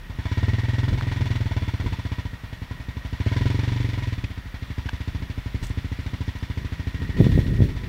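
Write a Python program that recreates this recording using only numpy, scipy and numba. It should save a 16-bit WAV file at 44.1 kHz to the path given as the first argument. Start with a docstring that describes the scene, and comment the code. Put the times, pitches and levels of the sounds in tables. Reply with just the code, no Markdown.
"""Quad bike in a shallow pond

A single-cylinder four-stroke quad bike idles and blips its throttle some way off across the water.
Each exhaust stroke excites damped modes of the pipe and silencer; shaped noise gives gas and rattle.
Two gliding tones make a small bird; brief pulses are handling ticks and one puff of exhaust gas.
Crackling noise is a rustle close by; steady noise is the hiss of the microphone.
A breeze rumbles on the handheld microphone as low noise; damped swings are the buffets that overload it."""
import sys
import numpy as np
from scipy import signal
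from scipy.fft import rfft, irfft
from scipy.io import wavfile
from scipy.ndimage import uniform_filter1d, map_coordinates
from numba import njit

SR = 44100
rng = np.random.default_rng(int(sys.argv[2]) if len(sys.argv) > 2 else 0)


def wav_record(signal):
    """Record a signal, one row per channel, as 16-bit PCM in the file named by sys.argv[1]."""
    frames = np.transpose(np.atleast_2d(signal))
    bounded = np.clip(frames, -1, 1)
    # unit amplitude maps onto the largest positive 16-bit level
    quanta = np.round(bounded * 32767).astype(np.int16)
    wavfile.write(sys.argv[1], SR, quanta)


def invert_db(level):
    """Linear amplitude ratio for a level in decibels (20 dB per decade), elementwise."""
    return 10 ** (np.asarray(level, dtype=float) / 20)


N = 347508
TIME = np.arange(N) / SR

# steady background hiss of the microphone: (frequency [Hz], relative density [dB])
HISS_SPECTRUM = [(290, -33), (500, -2.5), (648, -2.5), (793, -3.5), (1030, -1.5), (1170, -1.5),
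                 (1850, -2.5), (3540, -9.5), (8160, -25), (15600, -22.5)]
# breeze flutter on the microphone: (frequency [Hz], relative density [dB])
FLUTTER_SPECTRUM = [(12, -35), (25, -52), (70, -5.5), (143, 0.5), (210, -9.5), (400, -17.5), (700, -39),
                    (1500, -115)]
# gusts of the breeze: (peak time [s], level [dB], dying time [s])
GUSTS = [(.4, -41, 0.61), (.92, -32.5, 0.088), (1.2, -42, 0.33), (1.85, -30.5, 0.055), (3.4, -39, 0.25),
         (3.7, -42, 0.25), (5.2, -39, 0.058), (5.64, -36, 0.033), (6.04, -46, 0.11), (6.6, -44, 0.091),
         (7.02, -32, 0.071), (7.201, -22.5, 0.27), (7.36, -31.5, 0.073), (7.64, -26, 0.034),
         (7.87, -42, .1)]
# buffets on the membrane: (time [s], strength [dB], swing frequency [Hz])
BUFFETS = [(7.1923, -13.5, 116), (7.2043, -1, 114), (7.212, -7.5, 262), (7.243, -18, 128),
           (7.2672, -3.5, 141), (7.324, -10, 81.4), (7.378, -6.5, 197), (7.389, -4, 108), (7.464, -22, 134),
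           (7.5403, -14.5, 113), (7.592, -11.5, 89), (7.6052, -5.5, 120.5), (7.622, -4, 77),
           (7.684, -19, 110)]
# handling ticks, and at 4.24 s a short puff of exhaust gas:
# (time [s], envelope peak [dB], frequency [Hz], decay [s])
TICKS_AND_PUFF = [(1.0105, -21, 1650, 0.00051), (4.2398, -31.5, 2540, 0.0031), (4.888, -25.5, 1610, 0.0015),
                  (4.8914, -30, 890, 0.0013), (4.8931, -18, 2870, 0.00026), (5.669, -34, 6500, .00015),
                  (5.695, -38, 7500, .00015), (6.3875, -38, 6450, 0.00022)]
# a short rustle close by: (time [s], level [dB])
RUSTLE = [(5.6, -93), (5.636, -42), (5.728, -64), (5.74, -80)]
# bird whistles: (time [s], length [s], from [Hz], to [Hz], mean level [dB])
CHIRPS = [(6.258, .042, 6800, 3600, -57), (6.39, .04, 4300, 5600, -59)]
# engine speed: (time [s], firing rate [Hz])
SPEED = [(0.0, 4.292), (0.23, 15.589), (0.49, 19.421), (1.13, 21.76), (1.77, 16.327), (2.22, 14.773),
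         (2.42, 8.298), (2.5, 12.259), (2.59, 10.534), (3.16, 13.07), (3.34, 21.281), (3.76, 23.98),
         (3.94, 22.669), (4.44, 11.644), (4.94, 13.652), (5.09, 14.042), (5.52, 11.558), (5.73, 14.025),
         (6.66, 13.469), (7.88, 13.467)]
# engine load: (time [s], blowdown strength [dB], piston sweep trim against it [dB])
LOAD = [(0.01, -31, -8), (0.1, -34, -1), (0.32, -21.5, -2), (0.55, -25, 1), (0.94, -27, 0),
        (1.5, -25.5, -2), (1.9, -25, -3.5), (2.19, -28.5, -3), (2.4, -32, -2), (3.05, -30, 7),
        (3.28, -20, -7), (3.65, -24, -12), (3.98, -27.5, -7), (4.06, -27, 0.5), (4.2, -30, -14),
        (4.45, -35, 8), (4.65, -28.5, 5), (5.38, -28, -0.5), (6.2, -26.5, -0.5), (6.5, -28, 0),
        (7.1, -26.5, 5), (7.3, -28.5, 5), (7.88, -29, -1)]
# pipe and silencer modes at idle: (frequency [Hz], 60 dB decay [s], relative level [dB], polarity [signed])
PIPE_MODES = [(56.1, 0.055, 39, 0.85), (115.2, 0.097, 34.5, -0.86), (181.3, 0.056, 19.5, -1.08),
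              (267.2, 0.062, 23, -0.83), (368, 0.029, 9, -0.51), (452, 0.044, 14.5, -0.71),
              (640, 0.042, 0, -1.1), (970, .04, 0, -1.2)]
# gas noise: (frequency [Hz], relative density [dB])
GAS_SPECTRUM = [(650, -46), (1100, -9.5), (1410, -10.5), (1860, 3.5), (2260, 0.5), (2670, -4), (2870, -2.5),
                (4320, -7), (10000, -30), (13000, -63), (22000, -120)]
# engine case and silencer shell resonances: (frequency [Hz], width [Hz], relative level [dB])
SHELL_MODES = [(990, 60, 2), (1380, 300, -7.5), (1887, 49, 2), (2800, 26, -6), (3474, 210, -2),
               (5640, 160, -11.5)]
# tail pipe resonances excited by the rushing gas: (frequency [Hz], width [Hz], relative level [dB])
THROAT_MODES = [(652, 160, -7), (890, 74, -4.5), (968, 130, -4), (1500, 440, -13), (2210, 130, -8.5)]
# silencer panel ring, before the rush adds to it: (time [s], level [dB])
PANEL_LEVEL = [(0, -57), (.5, -43), (1.2, -50), (1.8, -56), (2.9, -53.5), (3.8, -54), (5.3, -60),
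               (6.3, -64), (6.7, -56.5), (7.25, -44.5), (7.88, -55)]

IDLE_HZ = 14  # firings per second


def curve(table, column=1):
    """Linear interpolation: one column of a table over time."""
    rows = np.array(table, float)
    return np.interp(TIME, rows[:, 0], rows[:, column])


def unit(x):
    """Normalisation: scale to an rms of 1."""
    return x / np.sqrt(np.mean(x ** 2))


def coloured(points, peaks=()):
    """Spectral shaping: white noise weighted by a density curve plus resonance peaks, at rms 1."""
    hz = np.maximum(np.fft.rfftfreq(N, 1 / SR), 1)
    rows = np.array(points, float)
    power = invert_db(np.interp(np.log(hz), np.log(rows[:, 0]), rows[:, 1])) ** 2
    for centre, width, db in peaks:
        power = power + invert_db(db) ** 2 / (1 + (2 * (hz - centre) / width) ** 2) ** 2
    return unit(irfft(rfft(rng.standard_normal(N)) * np.sqrt(power), N))


def walk(rate):
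    """Slow random modulation: levels held 1 / rate s, smoothed twice, at rms 1."""
    hold = int(SR / rate)
    steps = np.repeat(rng.standard_normal(N // hold + 1), hold)
    return unit(uniform_filter1d(uniform_filter1d(steps, hold), hold)[:N])


@njit
def ring(x, hz, keep):
    """Damped resonance: a decaying rotating phasor driven by x, whose pitch may move."""
    y, z = np.empty(len(x)), 0j
    for i in range(len(x)):
        z = z * keep * np.exp(2j * np.pi * hz[i] / SR) + x[i]
        y[i] = (1 - keep) * z.imag
    return y


def microphone_hiss():
    """Stationary broadband noise: the steady background hiss of the microphone at -50 dB rms."""
    return invert_db(-50) * coloured(HISS_SPECTRUM)


def breeze_db():
    """Gust envelope: each gust rises fast and dies exponentially over a constant calm level, in dB."""
    calm_db, rise_s = -44, 0.025
    total = invert_db(calm_db)
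    for s, db, dying_s in GUSTS:
        decay = np.where(TIME < s, (s - TIME) / rise_s, (TIME - s) / dying_s)
        total = total + invert_db(db) * np.exp(-decay)
    return 20 * np.log10(total)


def wind():
    """Turbulence on a microphone: deep rumble, with flutter and hiss that grow faster than the gusts."""
    deep = coloured([(12, -36), (30, 4.5), (50, 10.5), (85, -6.5), (200, -52)])
    flutter = unit(coloured(FLUTTER_SPECTRUM) * invert_db(2 * walk(35)))
    hiss = invert_db(-36) * coloured([(1000, -14), (4000, 46), (8000, -36), (16000, -32)])
    rumble = deep * invert_db(1.8 * walk(4.16) + breeze_db())
    return rumble + (flutter + hiss) * invert_db(1.314 * breeze_db() + 11)


def buffets():
    """Membrane displacement: a buffet sucks it out, snaps it in and leaves it in damped swings."""
    suck_s, snap_rad, snap_s = 0.0013, 0.71, 0.00083
    swings_to_60_db = 5.6
    out = 0
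    for s, db, hz in BUFFETS:
        t = TIME - s
        suck = np.exp(np.minimum(t, 0) / suck_s)
        swing_decay = invert_db(-60 * np.maximum(t, 0) * hz / swings_to_60_db)
        fade = np.where(t < 0, suck, swing_decay)
        # stronger buffets snap further, up to a limit
        snap = snap_rad * min(invert_db(db + 7), 1) * np.tanh(t / snap_s)
        out = out + invert_db(db) * fade * np.sin(2 * np.pi * hz * t + snap)
    return out


def rustle():
    """Amplitude-modulated noise: fast level changes make it crackle close to the microphone."""
    heard = (TIME > RUSTLE[0][0]) & (TIME < RUSTLE[-1][0])
    noise = coloured([(3000, -17), (5500, -18), (8000, -17), (10500, -30)])
    return heard * invert_db(curve(RUSTLE)) * unit(noise * invert_db(1.6 * walk(250)))


def ticks_and_puff():
    """Impulsive excitation: a pulse of tone and noise for each handling tick and the exhaust puff."""
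    out = 0
    for s, db, hz, decay in TICKS_AND_PUFF:
        t = np.maximum(TIME - s, 0)
        pulse = t / decay * np.exp(1 - t / decay)
        noise = coloured([(hz / 3, -14), (hz, 0), (hz * 2.5, -20), (SR / 2, -60)])
        out = out + invert_db(db) * pulse * (0.77 * np.sin(2 * np.pi * hz * t) + 0.64 * noise)
    return out


def bird():
    """Linear frequency glide: two thin whistles whose phase is the integral of a moving pitch."""
    out = 0
    for s, length, hz_from, hz_to, db in CHIRPS:
        part = np.clip((TIME - s) / length, 0, 1)
        turns = length * (hz_from * part + (hz_to - hz_from) * part ** 2 / 2)
        out = out + invert_db(db + 7.6 * walk(340)) * np.sin(np.pi * part) * np.sin(2 * np.pi * turns)
    return out


def bank_return(bike):
    """Diffuse reflection: the sand banks send the engine back late and faint, as decaying noise taps."""
    t = TIME[:SR // 4]
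    tail = rng.standard_normal(SR // 4) * invert_db(-60 * t / 0.11) * (t > .02)
    return invert_db(-18) * signal.fftconvolve(bike, tail / np.linalg.norm(tail))[:N]


def firing_cycle(hz):
    """Phase integration: share of the cycle, seconds since the valve opened, chance draws per cycle."""
    start_cycle, valve_lag_s = .3764, .0016
    cycles = start_cycle + np.cumsum(hz) / SR - hz * valve_lag_s
    count, share = cycles.astype(int), cycles % 1
    chance = rng.standard_normal((count.max() + 1, 3))[count].T
    return share, share / hz, chance


def exhaust_flow(hz, share, since, chance):
    """Gas discharge: the valve opens to a sharp blowdown, then the piston sweeps the rest out."""
    blow_s, outlet_hz, scatter_db = .0006, 124, 1.2
    # the valve snaps open a little faster at speed
    opening = since / blow_s * (hz / IDLE_HZ) ** .25
    blowdown = opening * np.exp(1 - opening)
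    # the sweep takes a fixed part of the cycle and pushes harder at speed
    stroke = np.clip((share - .143) / .284, 0, 1)
    push = .193 * (hz / IDLE_HZ) ** 2.48 * (1 + .08 * chance[1]) * invert_db(curve(LOAD, column=2))
    sweep = push * np.sin(np.pi * stroke ** .396) ** 4
    flow = invert_db(curve(LOAD) + scatter_db * chance[0]) * (blowdown + sweep)
    # a small outlet radiates little bass
    return signal.sosfilt(signal.butter(2, outlet_hz, "high", fs=SR, output="sos"), flow)


def pipe_ring(flow, hz):
    """Pipe resonance and wave steepening: the flow rings every mode, and crests outrun troughs."""
    steepen_ms = 2.0  # advance per unit of pressure
    # hotter gas carries sound faster and lifts every mode
    warm = (hz / IDLE_HZ) ** .12
    pipe = 0
    for mode_hz, t60, db, sign in PIPE_MODES:
        keep = np.exp(-np.log(1000) / (t60 * SR))
        pipe = pipe + sign * invert_db(db) * ring(flow, mode_hz * warm, keep)
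    return map_coordinates(pipe, [np.arange(N) + steepen_ms * SR / 1000 * pipe], order=1)


def gas_rush(since, pipe, chance):
    """Jet envelope: gas rushes after the valve opens, most on the outward swings of the pipe."""
    delay_s, rise_s, puff_s = .002, 0.00078, 0.026
    late = np.maximum(since - delay_s, 0)
    outward = np.maximum(pipe, 0) / invert_db(curve(LOAD))
    puff = np.minimum(late / rise_s, 1) * np.exp(-(late / puff_s) ** 2)
    return puff * (1 + 0.051 * outward) * invert_db(1.77 * chance[2])


def tail_roar(rush):
    """Flow-excited resonance: the tail pipe turns slowly away, so its roar fades against the blowdown."""
    roar_db, roar_db_per_s = -13, -1.03
    noise = coloured([(100, -60), (9000, -70)], THROAT_MODES)
    return invert_db(curve(LOAD) + roar_db + roar_db_per_s * TIME) * noise * rush


def gas_and_shell(rush, hz):
    """Jet noise and structural radiation: gas hisses with the rush; the shell rattles all cycle long."""
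    gas = invert_db(3) * coloured(GAS_SPECTRUM) * invert_db(1.13 * walk(300)) * (0.66 + 0.91 * rush)
    rattle = coloured([(500, -22), (2000, -10), (9000, -33)], SHELL_MODES)
    shell = invert_db(3) * rattle * invert_db(0.5 * walk(40)) * (0.48 + 0.46 * rush)
    # shared gain [dB] at idle, its slope per dB of blowdown and per doubling of speed
    idle_gain_db, per_blow_db, per_octave_db, idle_blow_db = -51, 0.59, 4, -28
    gain_db = idle_gain_db + per_blow_db * (curve(LOAD) - idle_blow_db)
    gain_db = gain_db + per_octave_db * np.log2(hz / IDLE_HZ)
    # strong gusts add hiss at the overloaded microphone, made here by lifting this noise:
    # 0.68 dB per dB of breeze above -30.5 dB
    gain_db = gain_db + 0.68 * np.maximum(breeze_db() + 30.5, 0)
    return invert_db(gain_db) * (gas + shell)


def panel_ring(rush):
    """Narrow-band resonance: one silencer panel rings through the whole cycle and comes and goes."""
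    modes = [(1885, 110, 0), (5580, 58, -20.5)]  # ring and whine: Hz, width Hz, relative dB
    noise = coloured([(100, -70), (9000, -80)], modes)
    return invert_db(curve(PANEL_LEVEL)) * noise * (1 + 0.17 * rush)


def engine():
    """Source and resonator: periodic exhaust flow drives the pipe, and its rush gates the noise sources."""
    hz = curve(SPEED)
    share, since, chance = firing_cycle(hz)
    pipe = pipe_ring(exhaust_flow(hz, share, since, chance), hz)
    rush = gas_rush(since, pipe, chance)
    return pipe + tail_roar(rush) + gas_and_shell(rush, hz) + panel_ring(rush)


def scene():
    """Superposition: the engine and its bank return add to the hiss, wind, short sounds and bird."""
    bike = engine()
    background = microphone_hiss() + wind() + buffets()
    short_sounds = rustle() + ticks_and_puff()
    return (background + short_sounds + bird() + bank_return(bike) + bike)[None]


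def band_limit(x):
    """A steep low-pass at the top of the band."""
    return signal.sosfilt(signal.butter(12, 16620, fs=SR, output="sos"), x)


def record(dry):
    """Input saturation and band limiting: peaks are clipped flat, then the top is cut above 15720 Hz."""
    overload = .705  # of full scale
    clipped = np.clip(dry, -overload, overload)
    top_cut = signal.ellip(10, .2, 70, 15720, fs=SR, output="sos")
    mix = signal.sosfilt(top_cut, clipped)
    return band_limit(mix)


dry = scene()
out = record(dry)
wav_record(out)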